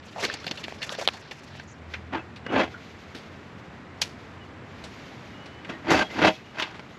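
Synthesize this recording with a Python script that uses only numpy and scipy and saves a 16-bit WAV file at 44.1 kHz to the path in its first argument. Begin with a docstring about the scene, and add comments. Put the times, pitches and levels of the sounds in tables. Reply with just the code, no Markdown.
"""Digging a hole and twisting in a cardboard tube

A shovel scrapes soil from a hole in a lawn; then a wide cardboard tube is twisted down into it. Soil is dense
uneven clicks of noise, coloured and swelled for each stroke or jerk; blade and tube ring along. Clods, stones
and hand taps are short bursts; brief rattles of the tube are narrow noise; cloth and leaves rustle. Far traffic
is flickering noise with an engine of sine waves; birds are gliding or buzzing tones, an insect thin noise."""
import sys
import numpy as np
from scipy import signal
from scipy.fft import rfft, irfft
from scipy.io import wavfile
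from scipy.ndimage import uniform_filter1d

SR = 44100
rng = np.random.default_rng(int(sys.argv[2]) if len(sys.argv) > 2 else 0)


def dump_mix(stems):
    """Bounce the given channels to the path in sys.argv[1] as a 16-bit WAV at rate SR."""
    frames = np.atleast_2d(stems).T  # one column per channel
    limited = np.clip(frames, -1, 1)  # hard clip at full scale
    pcm = np.round(limited * 32767).astype(np.int16)
    wavfile.write(sys.argv[1], SR, pcm)


N = 307818  # samples in the scene


def amp(db):
    """Turn dB into a gain."""
    return 10 ** (np.asarray(db) / 20)


def unit(x):
    """Scale to an rms (average strength) of 1."""
    return x / np.sqrt(np.mean(x ** 2))


def read(table):
    """Read a curve's columns at every sample, with a gate that is open while the curve lasts."""
    s, *columns = np.transpose(table)
    t = np.arange(N) / SR
    gate = np.clip(np.minimum(t - s[0], s[-1] - t) / .008 + .5, 0, 1)
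    return gate, [np.interp(t, s, column) for column in columns]


def band(x, lo_hz, hi_hz):
    """Keep the sound between two pitches, with gentle edges."""
    sos = signal.butter(2, [lo_hz, min(hi_hz, .45 * SR)], "band", fs=SR, output="sos")
    return signal.sosfilt(sos, x)


def split(x, edges_hz):
    """Cut x into overlapping bands that add up to x again."""
    log_f = np.log(np.maximum(np.fft.rfftfreq(len(x), 1 / SR), 1))
    below = [0] + [np.clip(.5 - 2 * (log_f - np.log(hz)), 0, 1) for hz in edges_hz] + [1]
    spectrum = rfft(x)
    return [irfft(spectrum * (hi - lo), len(x)) for lo, hi in zip(below, below[1:])]


def colour(x, points):
    """Shape the spectrum along (Hz, dB) points."""
    hz, db = np.transpose(points)
    f = np.maximum(np.fft.rfftfreq(len(x), 1 / SR), 1)
    gain = amp(np.interp(np.log(f), np.log(hz), db))
    return irfft(rfft(x) * gain, len(x))


def ring(x, modes):
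    """Let a body ring: each mode is a resonance that dies away by 60 dB in its ring time."""
    out = 0
    for hz, db, t60 in modes:
        r = np.exp(-np.log(1000) / (np.clip(t60, .005, .14) * SR))  # decay per sample
        resonance = [1, -2 * r * np.cos(2 * np.pi * hz / SR), r * r]
        out = out + amp(db) * signal.lfilter([1 - r, 0, r - 1], resonance, x)
    return out


def walk(rate):
    """Wander at random: levels held for 1 / rate seconds and smoothed twice; spread near 1."""
    k = int(SR / rate)
    steps = np.repeat(rng.standard_normal(N // k + 1), k)
    return 1.3 * uniform_filter1d(uniform_filter1d(steps, k), k)[:N]


def steady(x, span_s):
    """Even out the level over span_s, as under a steady push; finer grain stays."""
    return x / np.sqrt(uniform_filter1d(x ** 2, int(span_s * SR)) + 1e-12)


def swell(peak_s, rise_s, hold_s, fall_s, depth_db):
    """Shape one effort with straight dB ramps: return dB below its peak, and a gain shut outside the ramps."""
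    t = np.arange(N) / SR - peak_s
    before = -t / max(rise_s, .002)
    after = (t - max(hold_s, 0)) / max(fall_s, .002)
    eased = np.maximum(np.maximum(before, after), 0)  # 0 at the peak, 1 at the ends
    return depth_db * eased, amp(-depth_db * eased) * np.clip(3 * (1 - eased), 0, 1)


def grit(count, spread_db, smear_s, share):
    """Grains of soil slip: clicks of very uneven size, each a brief swell of noise."""
    sizes = amp(spread_db * np.minimum(rng.exponential(size=count), 4))
    sizes = sizes * (rng.random(count) < share)  # only this share of samples holds a grain
    r = np.exp(-1 / (smear_s * SR))
    return unit(signal.filtfilt([1], [1, -r], sizes) * rng.standard_normal(count))


def rub(colour_points, spread_db, smear_s, judder_db, patchy_db):
    """Juddering grit; its bands come and go on their own, so the colour keeps shifting."""
    grains = grit(N, spread_db, smear_s, share=0.067)
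    slips = colour(grains * amp(judder_db * walk(90)), colour_points)
    edges_hz = 250 * 2 ** np.arange(0, 5, .5)
    return sum(amp(patchy_db * walk(60)) * part for part in split(slips, edges_hz))


RISE_POWER = 3.4  # contact starts as a faint brush, then bites


def blows(events, rise, modes, ring_db, tail_db, tail_t60, click_db, peak_lag_s):
    """Short bursts of grit with their own pitch, a thud, a bright edge, a trickle after and the body's ring."""
    out, size = np.zeros(N + SR), SR // 4
    t = np.arange(size) / SR
    for s, db, hz, thud_db, treble_db, t60, ratio in events:
        ratio = max(ratio, 1.04)
        onset = (t / rise) ** RISE_POWER
        main_fall = amp(-60 * (t - rise) / max(t60, .004))
        trickle = amp(tail_db - 60 * t / tail_t60)
        burst = grit(size, 1, .0003, share=.3) * np.where(t < rise, onset, main_fall + trickle)
        burst[int(rise * SR)] += amp(click_db)  # the sharp click of contact, at the end of the rise
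        pitched = band(burst, hz / ratio, hz * ratio)
        thud = band(burst, 140, 970)
        edge = band(colour(burst, SHOVEL_COLOUR), 5520, 16100)
        gains = amp([db, db + thud_db, db + treble_db])
        at = int((s + peak_lag_s - rise) * SR)
        out[at:at + size] += sum(g * p / np.abs(p).max() for g, p in zip(gains, (pitched, thud, edge)))
    return out[:N] + amp(ring_db) * ring(out[:N], modes)


# Far road noise. Each row: time in seconds, level in dB of its 67 to 3400 Hz range.
TRAFFIC = [(0.0, -49), (0.43, -45.5), (1.03, -47.5), (1.14, -48.5), (1.57, -48), (1.94, -46), (5.6, -43.5),
           (6.12, -44), (6.34, -47), (6.98, -45.5)]
# Tone of the road. Each row: frequency in Hz, strength in dB per Hz.
TRAFFIC_COLOUR = [(15, -64), (25, -23.5), (54, -17.5), (72, -7), (91, -5.5), (285, -8), (343, -10.5),
                  (402, -11), (510, -14), (1970, -18.5), (9120, -52), (11600, -62), (13900, -66)]
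# A far engine changing speed and gear. Each row: time in seconds, firing rate in Hz, level in dB.
DRONE = [(0, 89.1, -62), (1.6, 88, -53), (1.75, 80.4, -49.5), (2.6, 84.9, -52), (3.3, 88.2, -50.5),
         (4.2, 90.4, -51), (4.8, 93.5, -52), (4.95, 86.6, -75), (5.15, 72, -66), (6.0, 73.5, -73),
         (6.98, 74, -72)]
# The engine's tones. Each row: multiple of the firing rate, average level in dB relative to the engine's.
DRONE_ORDERS = [(1, 0), (1.5, -3.5), (2, -10.5), (2.5, -5)]


def traffic():
    """Road noise whose bands flicker on their own, plus an engine drone of sines tied to its firing rate."""
    road = colour(rng.standard_normal(N), TRAFFIC_COLOUR)
    edges_hz = 50 * 2. ** np.arange(8)
    road = sum(amp(0.22 * walk(8)) * part for part in split(road, edges_hz))
    road = road / np.std(band(road, 67, 3400)) * amp(read(TRAFFIC)[1][0])
    hz, db = read(DRONE)[1]
    phase = 2 * np.pi * np.cumsum(hz * (1 + 0.019 * walk(8))) / SR
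    # each order fades in and out over the long path
    drone = sum(amp(order_db + 3.9 * walk(8.2)) * np.sin(k * phase) for k, order_db in DRONE_ORDERS)
    return road + amp(db) * drone


# Bird whistles. Each row: start in seconds, length in seconds, starting pitch in Hz,
# glide in Hz per second, level in dB about which it wavers.
WHISTLES = [(4.398, 0.056, 2947, -1200, -55), (5.314, 0.31, 2890, 397, -58), (6.432, .09, 2820, 1098, -62),
            (6.93, .035, 6300, 22000, -67), (6.955, .03, 6950, -3000, -65)]
# A buzzy bird call. Each row: start in seconds, length in seconds, middle pitch in Hz, peak level in dB.
CHIRRS = [(1.673, .065, 6400, -54.5)]
INSECT_HZ, INSECT_DB = 7310, -82  # middle pitch and level


def wildlife():
    """Thin far whistles are gliding sines, a chirr is a fast-trilled sine, a faint insect is narrow noise."""
    t = np.arange(N) / SR
    out = amp(INSECT_DB) * unit(band(rng.standard_normal(N), INSECT_HZ - 60, INSECT_HZ + 60))
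    for s, length, hz, glide, db in WHISTLES:
        gate = np.clip(np.minimum(t - s, s + length - t) / .015, 0, 1)
        pitch_hz = hz + glide * np.clip(t - s, 0, length) + 14 * walk(40)
        tone = np.sin(2 * np.pi * np.cumsum(pitch_hz) / SR)
        out += gate * np.sqrt(2) * amp(db + 2.2 * walk(34)) * tone
    for s, length, hz, db in CHIRRS:
        gate = np.clip(np.minimum(t - s, s + length - t) / .006, 0, 1)
        trill_hz = hz * (1 + 0.079 * np.sin(2 * np.pi * 150 * t) + 0.067 * walk(900))
        out += amp(db) * gate * np.sin(2 * np.pi * np.cumsum(trill_hz) / SR)
    return out


# Cloth and leaves rustling. Each row: time in seconds, level in dB before the flicker.
RUSTLE = [(1.7, -79), (1.93, -59), (2.41, -68), (2.6, -58.5), (3.14, -54), (3.61, -61.5), (3.9, -64),
          (4.16, -59.5), (4.6, -66), (4.76, -54), (5.05, -54), (5.29, -57.5), (5.87, -60), (6.3, -41),
          (6.4, -57.5), (6.68, -59), (6.98, -61)]
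# Tone of the rustle. Each row: frequency in Hz, strength in dB per Hz.
RUSTLE_COLOUR = [(1180, -45), (2000, 0.5), (3920, -5.5), (5300, -10.5), (6810, -15), (9050, -36),
                 (11900, -21), (13900, -47)]


def rustle():
    """Soft patchy hiss of cloth and leaves: smeared grains with a flickering level."""
    gate, (db,) = read(RUSTLE)
    flicker = amp(2 * walk(28))
    hiss = unit(colour(grit(N, 1.1, 0.0071, share=0.043), RUSTLE_COLOUR))
    return gate * amp(db) * flicker * hiss


# Thin rattling tones of the tube wall after its jerks. # Each row: middle in seconds, nominal length in seconds
# (ramps reach beyond it), pitch in Hz, level in dB.
RATTLES = [(2.201, 0.024, 2626, -44), (2.487, .06, 2900, -47), (5.747, 0.054, 1890, -46.5),
           (5.965, 0.13, 4590, -43), (6.012, 0.033, 1563, -28), (6.057, 0.047, 3276, -47.5),
           (6.057, 0.034, 783, -43), (6.133, 0.059, 2070, -45), (6.325, .05, 3330, -51),
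           (6.367, .05, 2590, -52)]
RATTLE_WIDTH_HZ = 60


def rattles():
    """Brief narrow unsteady tones as the tube wall rattles."""
    out = 0
    for s, length, hz, db in RATTLES:
        half = length / 2
        tone = unit(band(rng.standard_normal(N), hz - RATTLE_WIDTH_HZ / 2, hz + RATTLE_WIDTH_HZ / 2))
        gain = swell(s - length / 4, half, half, half, depth_db=8)[1]
        out = out + amp(db) * gain * tone
    return out


# Resonances of the tube. Each row: frequency in Hz, peak gain in dB before any overall ring level,
# ring time (60 dB decay) in seconds.
TUBE = [(80, 4, .14), (183, 8, .13), (215, 4, .1), (255, 5, .1), (318, 4, .12), (433, 2, .1), (524, 1, .1),
        (625, 2, .12), (765, 2, .13), (890, 2, .08), (985, 1, .08), (1430, 2, .06), (1590, 3, .07),
        (2050, 3, .1), (2600, 2, .12), (3300, 5, .14), (4550, 2, .1)]
# Taps, snaps and scuffs on the tube. Each row: time in seconds, peak in dB of the pitched part, pitch in Hz,
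# thud and treble peaks in dB relative to it, decay time (60 dB) in seconds,
# band ratio (the pitched part spans pitch / ratio to pitch x ratio, ratio at least 1.04).
TAPS = [(1.938, -21, 1900, -12.5, -12, 0.056, 1.36), (2.359, -32, 3000, -26, -11, 0.1, 1.58),
        (2.4643, -23.5, 1370, -2, -14, 0.02, 1.34), (2.7404, -33, 1420, -30, -27, 0.069, 1.08),
        (3.1482, -27, 1996, -5, -4.5, 0.24, 2.18), (4.0165, -10, 4020, -13.5, 2.5, 0.053, 1.75),
        (4.8392, -28, 2770, -6, -8.5, 0.13, 1.93), (5.4582, -36.5, 3040, -17, -24, 0.089, 1.6),
        (5.6465, -31, 1850, -13, -29, .06, 1.38), (5.691, -33.5, 1370, -1, -28, .07, 1.9),
        (5.9042, -19.5, 1160, 10, 0.5, 0.3, 1.8), (6.1013, -30, 2110, -6, -17, 0.083, 1.4),
        (6.598, -15, 1700, -19, -8, 0.057, 1.73), (6.6221, -14.5, 2580, -12, -15, 0.045, 1.36),
        (6.744, -34.5, 1230, -3, -19, 0.2, 1.95), (6.7935, -27, 1150, -3.5, -18, 0.035, 1.9)]


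def taps():
    """Hands tap and scuff the tube: short bursts that set its wall ringing."""
    return blows(TAPS, .007, TUBE,
                 ring_db=-16.0, tail_db=-18, tail_t60=0.32, click_db=13.5, peak_lag_s=0.00149)


# Jerks of the tube rim on the wall of the hole. Each row: peak in seconds, rise, hold and fall in seconds,
# level in dB of the middle band, low "hollow" band and peak treble in dB relative to it.
PUSHES = [(2.135, 0.029, .025, 0.094, -32, -4, -16), (2.535, 0.12, 0.041, 0.048, -32.5, 2, -17),
          (2.593, 0.097, 0.021, 0.097, -25.5, -2.5, -10.5), (5.7, 0.037, 0, 0.13, -37.5, -1, -9),
          (5.901, 0.077, .055, 0.034, -25, -1, -13), (5.974, 0.038, 0.048, 0.046, -27, -5.5, -7.5),
          (6.246, 0.15, 0.0089, 0.022, -20, -2, -10), (6.274, 0.049, 0.0061, 0.053, -19.5, -4, -6.5),
          (6.593, 0.079, 0.00072, 0.22, -33, -12.5, -8)]
# Tone of the grinding rim. 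Each row: frequency in Hz, strength in dB per Hz before the bands are evened out.
TUBE_COLOUR = [(35, -44), (60, -6.5), (133, -0.5), (167, -4), (324, 9.5), (477, 1), (627, 6), (806, 2),
               (883, 0.5), (2520, -3.5), (6870, -27.5), (8820, -44.5), (10600, -39.5), (13900, -50)]
JERK_DEPTH_DB, TRAIL_HISS = 34.5, 0.019  # swell above its ends; treble dB gained per dB eased off


def tube():
    """Each jerk grinds the rim on the soil: boom below, grit hiss above; the tube rings on after it stops."""
    x = rub(TUBE_COLOUR, spread_db=2.5, smear_s=0.0012, judder_db=1.5, patchy_db=2.0)
    hollow, wall, hiss = (steady(part, span_s=0.039) for part in split(x, [700, 3000]))
    out = 0
    for s, rise, hold, fall, db, hollow_db, treble_db in PUSHES:
        eased_db, gain = swell(s, rise, hold, fall, JERK_DEPTH_DB)
        hiss_db = treble_db + TRAIL_HISS * np.minimum(eased_db, JERK_DEPTH_DB)
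        out = out + gain * amp(db) * (wall + amp(hollow_db) * hollow + amp(hiss_db) * hiss)
    return out + ring(out, TUBE)


# Stones snapping off the blade. Each row: time in seconds, click level in dB, click pitch in Hz,
# thud strength in dB relative to the click, before the thud is shaped and filtered.
STONES = [(0.6823, -20, 1560, 6), (0.7074, -36, 1600, -1), (0.7238, -27.5, 1650, 12.5),
          (0.8936, -17, 3420, -15), (1.0761, -0.5, 3630, 0), (1.0873, -6.5, 3240, -1)]


def stone():
    """One sharp blow each: a tiny bright click with a thud under it, and loose grit fading after."""
    out, size = np.zeros(N), SR // 25
    t = np.arange(size) / SR
    for s, db, hz, thud_db in STONES:
        click = np.sin(2 * np.pi * hz * t) * np.exp(-((t - .0005) / 0.00031) ** 2)
        thud = amp(thud_db) * np.sin(2 * np.pi * 750 * t) * (t / 0.00048) * np.exp(-t / 0.00045)
        loose = amp(-2.5) * band(rng.standard_normal(size), 840, 2900) * np.exp(-t / 0.0028)
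        at = int((s - .0003) * SR)
        out[at:at + size] += amp(db) * (click + band(thud, 270, 6000) + loose)
    return out


# Resonances of the blade. Each row: frequency in Hz, peak gain in dB before any overall ring level,
# ring time (60 dB decay) in seconds.
BLADE = [(656, -9.5, 0.041), (1570, -1, 0.03), (1780, 3.5, 0.048), (2800, -0.5, 0.012), (3544, 4.5, .03),
         (4340, 4.5, 0.013)]
# Clods crunching on the blade. Each row: time in seconds, peak in dB of the pitched part, pitch in Hz,
# thud and treble peaks in dB relative to it, decay time (60 dB) in seconds.
CRUNCHES = [(0.159, -32.5, 604, -5, -11, 0.21), (0.18, -27.5, 690, -10, -13, 0.26),
            (0.23, -29, 1480, 5, -12, 0.12), (0.247, -16.5, 2620, -14, -1, 0.043),
            (0.297, -20, 1450, -20, -12, 0.015), (0.327, -34, 2500, 0, 1, 0.076),
            (0.338, -27, 5600, -2.5, -15, 0.039), (0.441, -31, 2500, -5, -7, 0.045),
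            (0.465, -22, 4160, -4.5, 1.5, 0.042), (0.477, -24, 2630, -22, -4, 0.027),
            (0.51, -19.5, 2620, -4.5, -3.5, 0.037), (0.572, -30, 3450, -26, -2.5, 0.085),
            (0.638, -25.5, 2660, -32, -6.5, 0.048), (0.817, -27.5, 2730, -28, -22, 0.1),
            (0.827, -25.5, 2140, -17, 3, 0.061), (0.919, -27.5, 680, -25, -14, 0.033),
            (0.949, -26.5, 2800, -6, -4, 0.03), (0.984, -27, 525, -10, -25, 0.039),
            (1.011, -25.5, 630, -14, -1, 0.056), (1.133, -36.5, 760, -12, 1, 0.17),
            (1.31, -29.5, 1740, -2, -6, 0.07), (1.55, -38, 1690, 3, -15, 0.033),
            (1.596, -33.5, 1640, 0.5, -7, 0.034)]
CRUNCH_RISE_S, CRUNCH_RATIO = .006, 1.34  # the pitched part spans pitch / ratio to pitch x ratio


def crunches():
    """Clods break on the blade: short bursts of grit that set it ringing."""
    events = [(*row, CRUNCH_RATIO) for row in CRUNCHES]
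    return blows(events, CRUNCH_RISE_S, BLADE,
                 ring_db=2.5, tail_db=-36, tail_t60=0.096, click_db=13.0, peak_lag_s=0.0024)


# Shovel strokes through soil. Each row: peak in seconds, rise and fall in seconds,
# level in dB of the part below the treble.
SHOVEL = [(.07, 0.22, 0.56, -49.5), (0.253, 0.08, 0.023, -24.5), (.284, 0.025, 0.21, -36.5),
          (.515, 0.097, .035, -44.5), (0.647, 0.32, 0.034, -42), (0.679, 0.023, 0.49, -45.5),
          (.828, .028, 0.048, -37), (0.926, 0.11, 0.079, -36), (0.99, 0.013, 0.15, -33.5),
          (1.1, 0.0082, 1, -48), (1.593, 0.42, 0.09, -53.5)]
# Tone of soil on the blade. Each row: frequency in Hz, strength in dB per Hz before the bands are evened out.
SHOVEL_COLOUR = [(88, -40), (150, -6), (211, 5.5), (302, -1.5), (514, 4.5), (751, -3), (2480, 1),
                 (5500, -11), (7310, -20.5), (9000, -33), (11300, -28), (13900, -35)]
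# swell above its ends; treble at the peak, relative to the body; treble dB gained per dB eased off
STROKE_DEPTH_DB, STROKE_TREBLE_DB, LIGHT_HISS = 25.5, -8, 0.22


def shovel():
    """The blade drags through soil and rings a little; a light touch is thinner and brighter."""
    x = rub(SHOVEL_COLOUR, spread_db=5.0, smear_s=0.0028, judder_db=1.5, patchy_db=5.0)
    body, hiss = (steady(part, span_s=0.044) for part in split(x, [4000]))
    out = 0
    for s, rise, fall, db in SHOVEL:
        eased_db, gain = swell(s, rise, 0, fall, STROKE_DEPTH_DB)
        hiss_db = STROKE_TREBLE_DB + LIGHT_HISS * np.minimum(eased_db, STROKE_DEPTH_DB)
        out = out + gain * amp(db) * (body + amp(hiss_db) * hiss)
    return out + amp(-20.0) * ring(out, BLADE)


def scene():
    """Everything at one microphone on a tripod."""
    background = traffic() + wildlife() + rustle()
    tube_sounds = rattles() + taps() + tube()
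    digging = stone() + crunches() + shovel()
    return (background + tube_sounds + digging)[None]


NOTCH_HZ, NOTCH_WIDTH_HZ = 9050, 600
FADE_HZ, TOP_HZ = 11350, 14100  # treble fades from the first; steep cut at the second


def record(dry):
    """The microphone housing cancels a narrow treble band and fades above it; peaks are rounded, the top is cut."""
    notched = signal.lfilter(*signal.iirnotch(NOTCH_HZ, NOTCH_HZ / NOTCH_WIDTH_HZ, SR), dry)
    faded = signal.sosfilt(signal.butter(4, FADE_HZ, fs=SR, output="sos"), notched)
    rounded = np.tanh(faded)
    return signal.sosfilt(signal.ellip(8, .2, 70, TOP_HZ, fs=SR, output="sos"), rounded)


dry = scene()
out = record(dry)
dump_mix(out)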